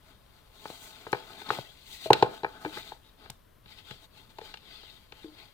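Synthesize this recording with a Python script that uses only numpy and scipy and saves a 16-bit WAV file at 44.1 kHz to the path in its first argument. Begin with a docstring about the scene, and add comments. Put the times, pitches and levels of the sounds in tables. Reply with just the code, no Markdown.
"""A quiet small room rumbles while gloves brush card: hands slide the lid off a cardboard box on a table,
turn it over, set it down and lift out a cloth bag, before two close microphone ports.
Blows ring the box's panels as decaying sines, thump the table and crack as short noise, with a short room tail.
Rubbing is random fibre clicks through resonances; treble ticks, dead pops and humming panels fall in between."""
import sys
import numpy as np
from scipy import signal
from scipy.fft import rfft, irfft
from scipy.io import wavfile
from scipy.ndimage import uniform_filter1d

SR = 44100
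rng = np.random.default_rng(int(sys.argv[2]) if len(sys.argv) > 2 else 0)


def unload_audio(sound):
    """Save the sound as a 16-bit wav file, at the path given as the first command line argument."""
    columns = np.transpose(np.atleast_2d(sound))
    # keep every value between -1 and 1, then stretch to whole-number steps
    steps = np.round(np.clip(columns, -1, 1) * 32767)
    wavfile.write(sys.argv[1], SR, steps.astype(np.int16))


def boost_factor(decibels):
    """Convert a level in decibels to a linear amplitude factor."""
    exponent = np.asarray(decibels, float) / 20
    return 10 ** exponent


N = 243917  # samples


def evened(x):
    """Scales to rms 1."""
    return x / np.sqrt(np.mean(x ** 2) + 1e-20)


def early(x):
    """Scales to rms 1 over the first 15 ms."""
    return x / np.sqrt(np.mean(x[..., :660] ** 2))


def read(points, hz):
    """Reads a table along log frequency."""
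    f, value = np.transpose(points)
    return np.interp(np.log(hz + 1), np.log(f + 1), value)


def add(mix, s, sound):
    """Mixes a sound in at time s."""
    part = mix[round(s * SR):][:len(sound)]
    part += sound[:len(part)]


def colour(x, points):
    """Filters by a spectrum in dB."""
    hz = np.fft.rfftfreq(x.shape[-1], 1 / SR)
    return irfft(rfft(x) * boost_factor(read(points, hz)), x.shape[-1])


def resonances(x, peaks):
    """Sum of two-pole resonances (Hz, width Hz, dB), neighbours in opposite sign, scaled to rms 1."""
    hz = np.fft.rfftfreq(N, 1 / SR)
    gain = 0
    for k, (f, width, db) in enumerate(peaks):
        band = 1j * hz * width
        gain = gain + (-1) ** k * boost_factor(db) * band / (f ** 2 - hz ** 2 + band)
    return evened(irfft(rfft(x) * gain, N))


def pair(sources, same, lean, lead):
    """Two microphone ports: the right hears a share of a second, unrelated source, later and at its own level."""
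    hz = np.fft.rfftfreq(N, 1 / SR)
    likeness = np.clip(read(same, hz), 0, 1)
    tilt = boost_factor(read(lean, hz) / 2)
    first, second = rfft(sources)
    right = likeness * first + np.sqrt(1 - likeness ** 2) * second
    right = right * np.exp(-2j * np.pi * hz * lead / SR)
    return irfft(np.array([first * tilt, right / tilt]), N)


# Where the sounds on the box lie between the ports. Each row: time in seconds, left over right in dB.
BOX_PLACE = [(0, 5), (1.6, 4.5), (2.07, 4), (2.1, -2), (2.2, 2.4), (2.5, 4), (3.5, 6), (5.5, 5)]


def place(mix, s, sound, lead=3.5):
    """Adds a sound to both ports, louder at the nearer one, sooner at the left by lead samples."""
    lean_db = np.interp(s, *np.transpose(BOX_PLACE))
    for side, port in zip((1, -1), mix):
        add(port, s - side * lead / 2 / SR, sound * boost_factor(side * lean_db / 2))


# Spectrum of room rumble and microphone hiss. 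Each row: frequency in Hz, relative level in dB per Hz.
AIR_SPECTRUM = [(8.8, -31.5), (15, 0.5), (87, -5), (161, -12), (229, -15), (423, -18.5), (620, -18),
                (855, -27), (1020, -18), (1290, -24), (2680, -31), (3290, -29), (6850, -39.5),
                (14700, -30.5), (16500, -51)]
# How alike the ports hear the air. Each row: frequency in Hz, left-right likeness (1 is identical).
AIR_LIKENESS = [(60, 0.7), (180, 1), (550, -1.2), (1650, 1), (4970, 0.71), (15000, 0.082)]
# Balance of the air between the ports. Each row: frequency in Hz, left over right in dB.
AIR_BALANCE = [(60, 1), (180, 2.5), (550, 6.5), (1650, 7.5), (4970, 7.5), (15000, 3.5)]


def air():
    """Room rumble and microphone hiss: steady coloured noise, partly shared by the ports."""
    noise = evened(colour(rng.standard_normal((2, N)), AIR_SPECTRUM))
    return boost_factor(-60) * pair(noise, AIR_LIKENESS, AIR_BALANCE, 0)


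# How long the small room rings. Each row: frequency in Hz, t60 in seconds.
ROOM_T60 = [(150, .25), (500, 0.42), (1500, .2), (4000, 0.52), (10000, 0.25)]


def room(x):
    """Room tail: sparse taps of random sign, each band dying at its own speed."""
    taps = np.zeros((2, SR // 2))
    slots = np.arange(200, SR // 2 - 20, 20)
    at = slots + rng.integers(0, 20, (2, len(slots)))
    np.put_along_axis(taps, at, rng.choice([-1., 1.], at.shape), 1)
    hz, t, z = signal.stft(taps, SR, nperseg=256)
    fade = boost_factor(-60 * t / read(ROOM_T60, hz)[:, None])
    tail = signal.istft(z * fade, SR, nperseg=256)[1]
    tail = tail / np.linalg.norm(tail[0])
    return signal.fftconvolve(x.mean(0)[None], tail, axes=1)[:, :N]


def fibres(per_s, uneven_db, smooth):
    """Fibres catch and let go: random clicks of uneven size over smooth noise."""
    hit, size, sign = rng.random((3, 2, N))
    sizes = boost_factor(-uneven_db * np.log(size + 0.0012))
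    clicks = (hit < per_s / SR) * sizes * np.sign(sign - .5)
    return evened(clicks) + smooth * rng.standard_normal((2, N))


def streaky(x, patchy_db, frames, bins):
    """Patches of the spectrum swell and fade as the grip shifts."""
    z = signal.stft(x, nperseg=512, noverlap=384)[2]
    field = rng.standard_normal(z.shape[1:])
    field = evened(uniform_filter1d(uniform_filter1d(field, bins, 0), frames, 1))
    return signal.istft(z * boost_factor(patchy_db * field), nperseg=512, noverlap=384)[1][:, :N]


# Strokes of glove or cloth. Each row: peak in seconds, rise in seconds, fall in seconds, hiss in dB,
# fizz over hiss in dB.
RUB_STROKES = [(.088, .09, .1, -65, -8), (.39, 0.22, 0.062, -69, -8), (0.549, 0.01, 0.066, -64, -6),
               (.7, 0.1, 0.11, -53.5, -5), (.842, .1, 0.089, -57, 1.5), (1.0, 0.45, 0.6, -57.5, -8),
               (1.15, 0.014, 0.093, -52.5, -14), (1.3, 0.1, 0.54, -58, -7.5),
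               (1.41, 0.032, .04, -56.5, -6.5), (1.468, 0.014, 0.017, -50.5, -19),
               (1.492, 0.005, 0.0085, -40, -18), (1.531, 0.053, 0.11, -44.5, -9.5),
               (1.75, 0.14, 0.28, -64.5, -7.5), (1.945, 0.087, 0.042, -50, -5),
               (2.06, 0.07, 0.027, -44, -8), (2.17, 0.013, 0.097, -47.5, -13.5),
               (2.351, 0.063, 0.06, -53.5, -8.5), (2.55, 0.23, 0.076, -61, -9.5),
               (2.631, 0.043, 0.3, -58.5, -4.5), (2.782, 0.082, 0.045, -45.5, -9.5),
               (2.88, 0.058, 0.066, -52, -10), (3.058, .03, 0.087, -68, -13.5),
               (3.24, .06, .06, -59.5, -14.5), (3.32, 0.021, .03, -70, -5), (3.717, .045, 0.047, -54, -13),
               (3.788, .03, 0.035, -53, -13), (3.909, 0.066, 0.075, -52.5, -11.5),
               (4.046, .05, .02, -60, -6.5), (4.178, 0.057, 0.11, -60.5, -9.5),
               (4.308, .015, .015, -61.5, -8.5), (4.38, 0.091, .03, -69.5, -6),
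               (4.462, 0.062, 0.11, -53, -12), (4.737, 0.13, .2, -54, -14.5),
               (4.909, .08, 0.17, -60, -10.5), (5.18, 0.065, 0.24, -60.5, -10.5),
               (5.39, 0.052, 0.12, -56.5, -13)]
# How far the box drones along with a stroke. Each row: time in seconds, drone over hiss in dB.
BOX_CONTACT = [(0, 1.5), (.45, 0), (.62, -1), (1.0, -1), (1.4, 4.5), (1.62, -4), (1.8, -8.5), (1.95, -12.5),
               (2.1, -7), (2.58, 9.5), (2.7, 1.5), (2.9, -4), (3.06, -3.5), (3.25, 4), (3.7, -9),
               (4.3, -0.5), (4.75, -8.5), (5.15, -4.5), (5.3, -1.5), (5.53, -5.5)]


def rub_levels():
    """Gains of hiss, drone and fizz: strokes swell, fade and add in power; blows leave the panels droning."""
    edge_db, roundness = -11, 1.5  # level one rise or fall away from the peak; shape of the peak
    linger_db, linger_db_per_s, linger_rise_s = -18.5, 154.5, 0.005  # start against low panels, decay, onset
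    t = np.arange(0, N + 64, 64) / SR
    s, rise, fall, hiss_db, fizz_db = np.transpose(RUB_STROKES)[:, :, None]
    away = np.where(t < s, (s - t) / rise, (t - s) / fall)
    swell = boost_factor(hiss_db + edge_db * away ** roundness) ** 2

    hit, low_db = np.transpose(BLOWS)[[0, 2], :, None]
    after = np.maximum(t - hit, 0)
    linger = boost_factor(low_db + linger_db - linger_db_per_s * after) * (1 - np.exp(-after / linger_rise_s))

    hiss = swell.sum(0)
    drone = hiss * boost_factor(np.interp(t, *np.transpose(BOX_CONTACT))) ** 2 + (linger ** 2).sum(0)
    fizz = (swell * boost_factor(fizz_db) ** 2).sum(0)
    return [np.interp(np.arange(N) / SR, t, np.sqrt(power)) for power in (hiss, drone, fizz)]


# Resonances of rubbed card and of the microphone ports. Each row: frequency in Hz, width in Hz, level in dB.
HISS_PEAKS = [(2000, 150, -1), (2500, 580, -5), (2850, 230, -1.5), (3190, 260, -1.5), (3700, 430, 2.5),
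              (4300, 770, 2), (4810, 780, -1.5)]
# How strongly rubbing drives the panels and table. Each row: frequency in Hz, drive in dB.
DRONE_DRIVE = [(130, -6.5), (190, -5.5), (300, 0.5), (420, -1), (640, -2), (860, -3), (1100, 1),
               (1500, -3.5), (2100, -11)]
# Spectrum of the bright fizz. Each row: frequency in Hz, relative level in dB per Hz.
FIZZ_SPECTRUM = [(2940, -27), (5000, -18.5), (5690, -4.5), (8000, -4.5), (11700, -12.5), (15200, -4.5),
                 (16300, -20), (16500, -49)]
# How alike the ports hear the hands. Each row: frequency in Hz, left-right likeness.
HAND_LIKENESS = [(60, 1), (180, 1), (550, 0.93), (1650, 0.63), (4970, 0.34), (15000, -0.03)]
# Balance of the hands between the ports. Each row: frequency in Hz, left over right in dB.
HAND_BALANCE = [(60, 3.5), (130, 5), (290, 1), (640, 4), (1410, 4.5), (3100, 16), (6820, -1.5), (15000, -1)]


def rubbing():
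    """Gloves and cloth slide on card: hiss, the panels droning along, and bright fizz."""
    ring_factor = 1.3  # panels ring longer under a light, sliding hand
    hand_lead = 6.4  # samples by which the left port hears the hands first
    grip = evened(uniform_filter1d(uniform_filter1d(rng.standard_normal(N), 300), 300))  # pressure wavers
    modes = [(hz, 2.2 / (t60 * ring_factor), db + read(DRONE_DRIVE, hz))
             for hz, db, t60, *swing in TABLE_MODES + BOX_PANELS]
    hiss = streaky(resonances(fibres(2000, 3.2, 1.6), HISS_PEAKS), 2.8, frames=12, bins=3)
    drone = streaky(resonances(fibres(970, 1.3, 0.4), modes), 1.3, frames=24, bins=2)
    fizz = colour(fibres(4100, 2.0, 2.0), FIZZ_SPECTRUM)
    out = np.zeros((2, N))
    for layer, level in zip((hiss, drone, fizz), rub_levels()):
        ports = pair(layer, HAND_LIKENESS, HAND_BALANCE, hand_lead)
        out += ports / np.std(ports.mean(0)) * level * boost_factor(.9 * grip)
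    return out


# Slips of a finger. Each row: start in seconds, length in seconds, frequency in Hz, width in Hz,
# level in dB before the fades.
FINGER_SQUEAKS = [(1.46, 0.022, 1550, 120, -53.5), (1.599, 0.029, 2620, 100, -58),
                  (1.87, 0.21, 2000, 119, -73.5), (2.765, 0.079, 3700, 149, -50.5),
                  (3.036, 0.0794, 3700, 251, -64), (5.363, 0.14, 810, 73.5, -70.5)]


def squeaks():
    """A slipping finger holds one narrow resonance for a moment: narrow noise, faded in and out."""
    out = np.zeros((2, N))
    for s, length, hz, width, db in FINGER_SQUEAKS:
        noise = resonances(rng.standard_normal(N), [(hz, width, 0)])[:round(length * SR)]
        place(out, s, boost_factor(db) * evened(noise) * signal.windows.tukey(len(noise), .5))
    return out


# Dry bright ticks. Each row: time in seconds (heard 1.4 ms later), peak in dB, left over right in dB.
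EDGE_TICKS = [(1.1183, -38, 16), (1.1268, -33.5, -8), (2.1046, -25.5, -3.5), (2.1306, -16.5, -7),
              (2.2248, -33.5, -2), (3.3006, -27.5, -3), (3.91, -47.5, -3), (4.3865, -42.5, -5),
              (5.1202, -56.5, 10)]
# Spectrum of a tick. Each row: frequency in Hz, relative level in dB per Hz.
TICK_SPECTRUM = [(2650, -30.5), (4500, -7.5), (5720, -11.5), (7030, -11.5), (7830, -13), (12900, -20),
                 (15000, -20), (16500, -28.5)]


def ticks():
    """Short puffs of treble noise where a hard edge touches."""
    out, t = np.zeros((2, N)), np.arange(2048) / SR
    for s, peak_db, lean_db in EDGE_TICKS:
        noise = rng.standard_normal((2, len(t)))
        puff = colour(noise, TICK_SPECTRUM) * boost_factor(-60 * t / 0.011)  # t60 in s
        for side, port in enumerate(out):
            level = boost_factor(peak_db + lean_db * (.5 - side))
            add(port, s + 0.0014, puff[side] / abs(puff).max() * level)
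    return out


# One free panel ringing on. Each row: start in seconds, level in dB, frequency in Hz, t60 in seconds,
# length in seconds.
FREE_PANELS = [(2.058, -31, 643, 0.13, 0.072), (2.656, -29, 308.4, 0.13, .06),
               (4.415, -37, 457, 0.048, 0.041), (5.243, -43.5, 305, 0.37, 0.11),
               (5.244, -37, 336, 0.07, 0.092), (5.255, -47.5, 447, 0.13, 0.11)]


def humming_panels(t):
    """One free panel rings on alone, its level wavering, until a hand stops it."""
    out = np.zeros((2, N))
    for s, db, hz, t60, length in FREE_PANELS:
        hum = np.sin(2 * np.pi * hz * t) * boost_factor(db - 60 * t / t60) * (1 - np.exp(-t / 0.0011))
        waver = boost_factor(2.0 * evened(uniform_filter1d(rng.standard_normal(len(t)), 300)))
        stop = np.clip((length - t) / 0.0065, 0, 1)
        place(out, s, hum * waver * stop)
    return out


# Pops of the closed box. Each row: start in seconds, peak in dB, frequency in Hz, t60 of the decay in seconds.
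BOX_POPS = [(0.6561, -24.5, 756, 0.0021), (0.7015, -30, 530, 0.0034), (1.0674, -27, 810, 0.0025),
            (1.5043, -11, 1240, 0.0044), (1.5875, -22.5, 650, 0.0048), (1.1296, -19, 722, 0.0065),
            (4.3883, -35, 764, 0.0092)]


def pops(t):
    """The closed box answers a finger or the lid's release with one dead swing: a heavily damped cosine."""
    out = np.zeros((2, N))
    for s, peak_db, hz, t60 in BOX_POPS:
        onset = (1 - np.exp(-t * hz / 0.51)) ** 2
        pop = -np.cos(2 * np.pi * hz * t) * boost_factor(-60 * t / t60) * onset
        place(out, s, boost_factor(peak_db) * pop / abs(pop).max())
    return out


# Modes of the table top. Each row: frequency in Hz, level in dB, t60 in seconds.
TABLE_MODES = [(133, -1, 0.085), (178, -3, .05)]


def table_thud(t):
    """The table top's low modes die away together after a soft onset."""
    thud = sum(np.sin(2 * np.pi * hz * t) * boost_factor(db - 60 * t / t60) for hz, db, t60 in TABLE_MODES)
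    return early(thud * (1 - np.exp(-t / .003)))


# Landings of the box. Each row: start in seconds, early rms in dB.
BOX_THUMPS = [(1.586, -45), (2.646, -45), (3.297, -49.5), (3.657, -57.5), (3.909, -48.5)]


def thumps(t):
    """The box's weight lands on the table and rings its modes."""
    out, thud = np.zeros((2, N)), table_thud(t)
    for s, db in BOX_THUMPS:
        place(out, s, boost_factor(db) * thud)
    return out


# Panels and air of the box; close neighbours that start in opposite directions swell and beat.
# Each row: frequency in Hz, level in dB, t60 in seconds before the glove's damping, sign of the first swing.
BOX_PANELS = [(277, -6, 0.016, 1), (347, -12.5, 0.047, 1), (355, -11.5, .05, 1), (424.6, 0, 0.079, -1),
              (491.8, -6, 0.19, 1), (550, -13, .05, -1), (657, -1.5, 0.042, 1), (762, -2.5, .05, 1),
              (859.7, 4.5, .06, -1), (904.4, -2, 0.058, -1), (1055, -6, 0.052, 1), (1270, -2.5, 0.041, -1),
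              (1377, -5, 0.017, 1), (1522, 0.5, 0.038, -1), (1683, -3.5, .045, 1), (1845, -8, 0.066, -1),
              (2370, -4.5, 0.065, 1)]


def panel_groups(t):
    """Panels ring as decaying sines: low below 600 Hz, lid up to 1200 Hz, rim above."""
    held_s, held_db = .0093, -10  # the glove settles on the card after a blow and damps it
    hz, db, t60, swing = np.transpose(BOX_PANELS)[:, :, None]
    rings = np.sign(swing) * boost_factor(db - 60 * t / t60) * np.sin(2 * np.pi * hz * t)
    rings *= 1 - np.exp(-t / 0.00035)  # card is soft
    rings *= boost_factor(held_db * (1 - np.exp(-(t / held_s) ** 8)))
    group = np.searchsorted([600, 1200], hz[:, 0])
    low, lid, rim = (rings[group == g].sum(0) for g in range(3))
    return early(low), lid / abs(lid).max(), early(rim)


# Blows on the card. Each row: start in seconds, lid panels' peak in dB, then early rms in dB of the low panels,
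# the rim and the crack.
BLOWS = [(0.657, -37.5, -56, -48, -59), (0.702, -59, -53, -61, -57), (1.068, -41, -45.5, -48.5, -60),
         (1.129, -15, -29.5, -29, -38.5), (1.417, -39, -66, -52, -55), (1.505, -22.5, -34.5, -37, -40),
         (1.532, -31.5, -59, -65, -60), (1.585, -38.5, -41.5, -67, -50), (2.058, -37.5, -38, -51, -52),
         (2.1039, -1.5, -15, -42, -37), (2.131, -32, -26.5, -27.5, -21), (2.2249, -5.5, -18, -30.5, -30.5),
         (2.433, -27, -36.5, -46, -49.5), (2.4452, -19, -34, -31, -49), (2.6484, -25.5, -41.5, -39.5, -49),
         (2.659, -41, -39, -43.5, -53), (2.771, -40, -44, -42, -62), (2.919, -31, -51, -51, -68),
         (3.259, -49, -59, -57, -67), (3.299, -41.5, -64, -55, -48), (3.659, -58.5, -68.5, -62.5, -60),
         (3.909, -45.5, -51.5, -48, -46), (4.385, -35.5, -49, -53, -51), (4.413, -42.5, -53, -56, -54),
         (4.5401, -42.5, -60.5, -48.5, -45), (4.572, -53.5, -67, -66.5, -52.5),
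         (4.832, -51, -61.5, -60, -59.5), (5.122, -46.5, -55.5, -55, -50), (5.241, -51, -63, -61.5, -61.5)]
# The loose card rebounds after every blow. Each row: delay in seconds, level in dB, both before scatter.
REBOUNDS = [(0.0153, -16), (.028, -26), (.045, -26)]
# Spectrum of the crack. Each row: frequency in Hz, relative level in dB per Hz.
CRACK_SPECTRUM = [(1060, -33), (1800, -11), (2520, -5.5), (2810, -0.5), (3210, -7.5), (3600, -3.5),
                  (4070, -4), (5690, -22.5), (7060, -23.5), (9000, -34), (11700, -61), (19800, -120)]
# How alike the ports hear the cracks. Each row: frequency in Hz, left-right likeness.
CRACK_LIKENESS = [(2000, .65), (8000, .4)]
# Balance of the cracks between the ports. Each row: frequency in Hz, left over right in dB.
CRACK_BALANCE = [(1500, 2), (3000, 5), (5000, 7), (9000, 2)]


def knocks(t):
    """Each blow rings three groups of panels, thumps the table, rebounds and cracks as short noise."""
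    thud_db = -13  # the table under a blow, against the low panels
    rim_lead, crack_lead = 8.6, 3  # samples by which the left port is first; the rim sounds from the side
    scatter_size = [.003, 3]  # s, dB; no two blows rebound alike
    out, cracks = np.zeros((2, N)), np.zeros((2, N))
    low, lid, rim = panel_groups(t)
    thud = table_thud(t)
    crack_shape = boost_factor(-60 * t / 0.031) * (1 - np.exp(-t / 0.000096))  # t60 and onset in s
    for s, lid_db, low_db, rim_db, crack_db in BLOWS:
        blow = boost_factor(lid_db) * lid + boost_factor(low_db) * (low + boost_factor(thud_db) * thud)
        scatter = rng.uniform(-1.3, 1, (len(REBOUNDS), 2)) * scatter_size
        for delay, bounce_db in [(0, 0), *(REBOUNDS + scatter)]:
            place(out, s + delay, boost_factor(bounce_db) * blow)
            place(out, s + delay, boost_factor(bounce_db + rim_db) * rim, rim_lead)
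        noise = rng.standard_normal((2, len(t)))
        crack = early(colour(noise, CRACK_SPECTRUM) * crack_shape)
        for port, part in zip(cracks, crack):
            add(port, s, boost_factor(crack_db) * part)
    return out + pair(cracks, CRACK_LIKENESS, CRACK_BALANCE, crack_lead)


def scene():
    """All sources at the two ports; only the struck sounds feed the room tail."""
    t = np.arange(8192) / SR
    struck = ticks() + humming_panels(t) + pops(t) + thumps(t) + knocks(t)
    # the struck sounds keep little below about 95 Hz
    port_filter = signal.butter(4, 95, btype="high", fs=SR, output="sos")
    blows = signal.sosfilt(port_filter, struck)
    return air() + boost_factor(-16) * room(blows) + rubbing() + squeaks() + blows


def roll_off(x):
    """The treble ends steeply here."""
    return signal.sosfilt(signal.butter(12, 17010, fs=SR, output="sos"), x)


def record(dry):
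    """The input stage rounds off the loudest swings under a soft ceiling."""
    ceiling = .97  # of full scale
    rounded = dry / (1 + abs(dry / ceiling) ** 6) ** (1 / 6)
    return roll_off(rounded)


dry = scene()
out = record(dry)
unload_audio(out)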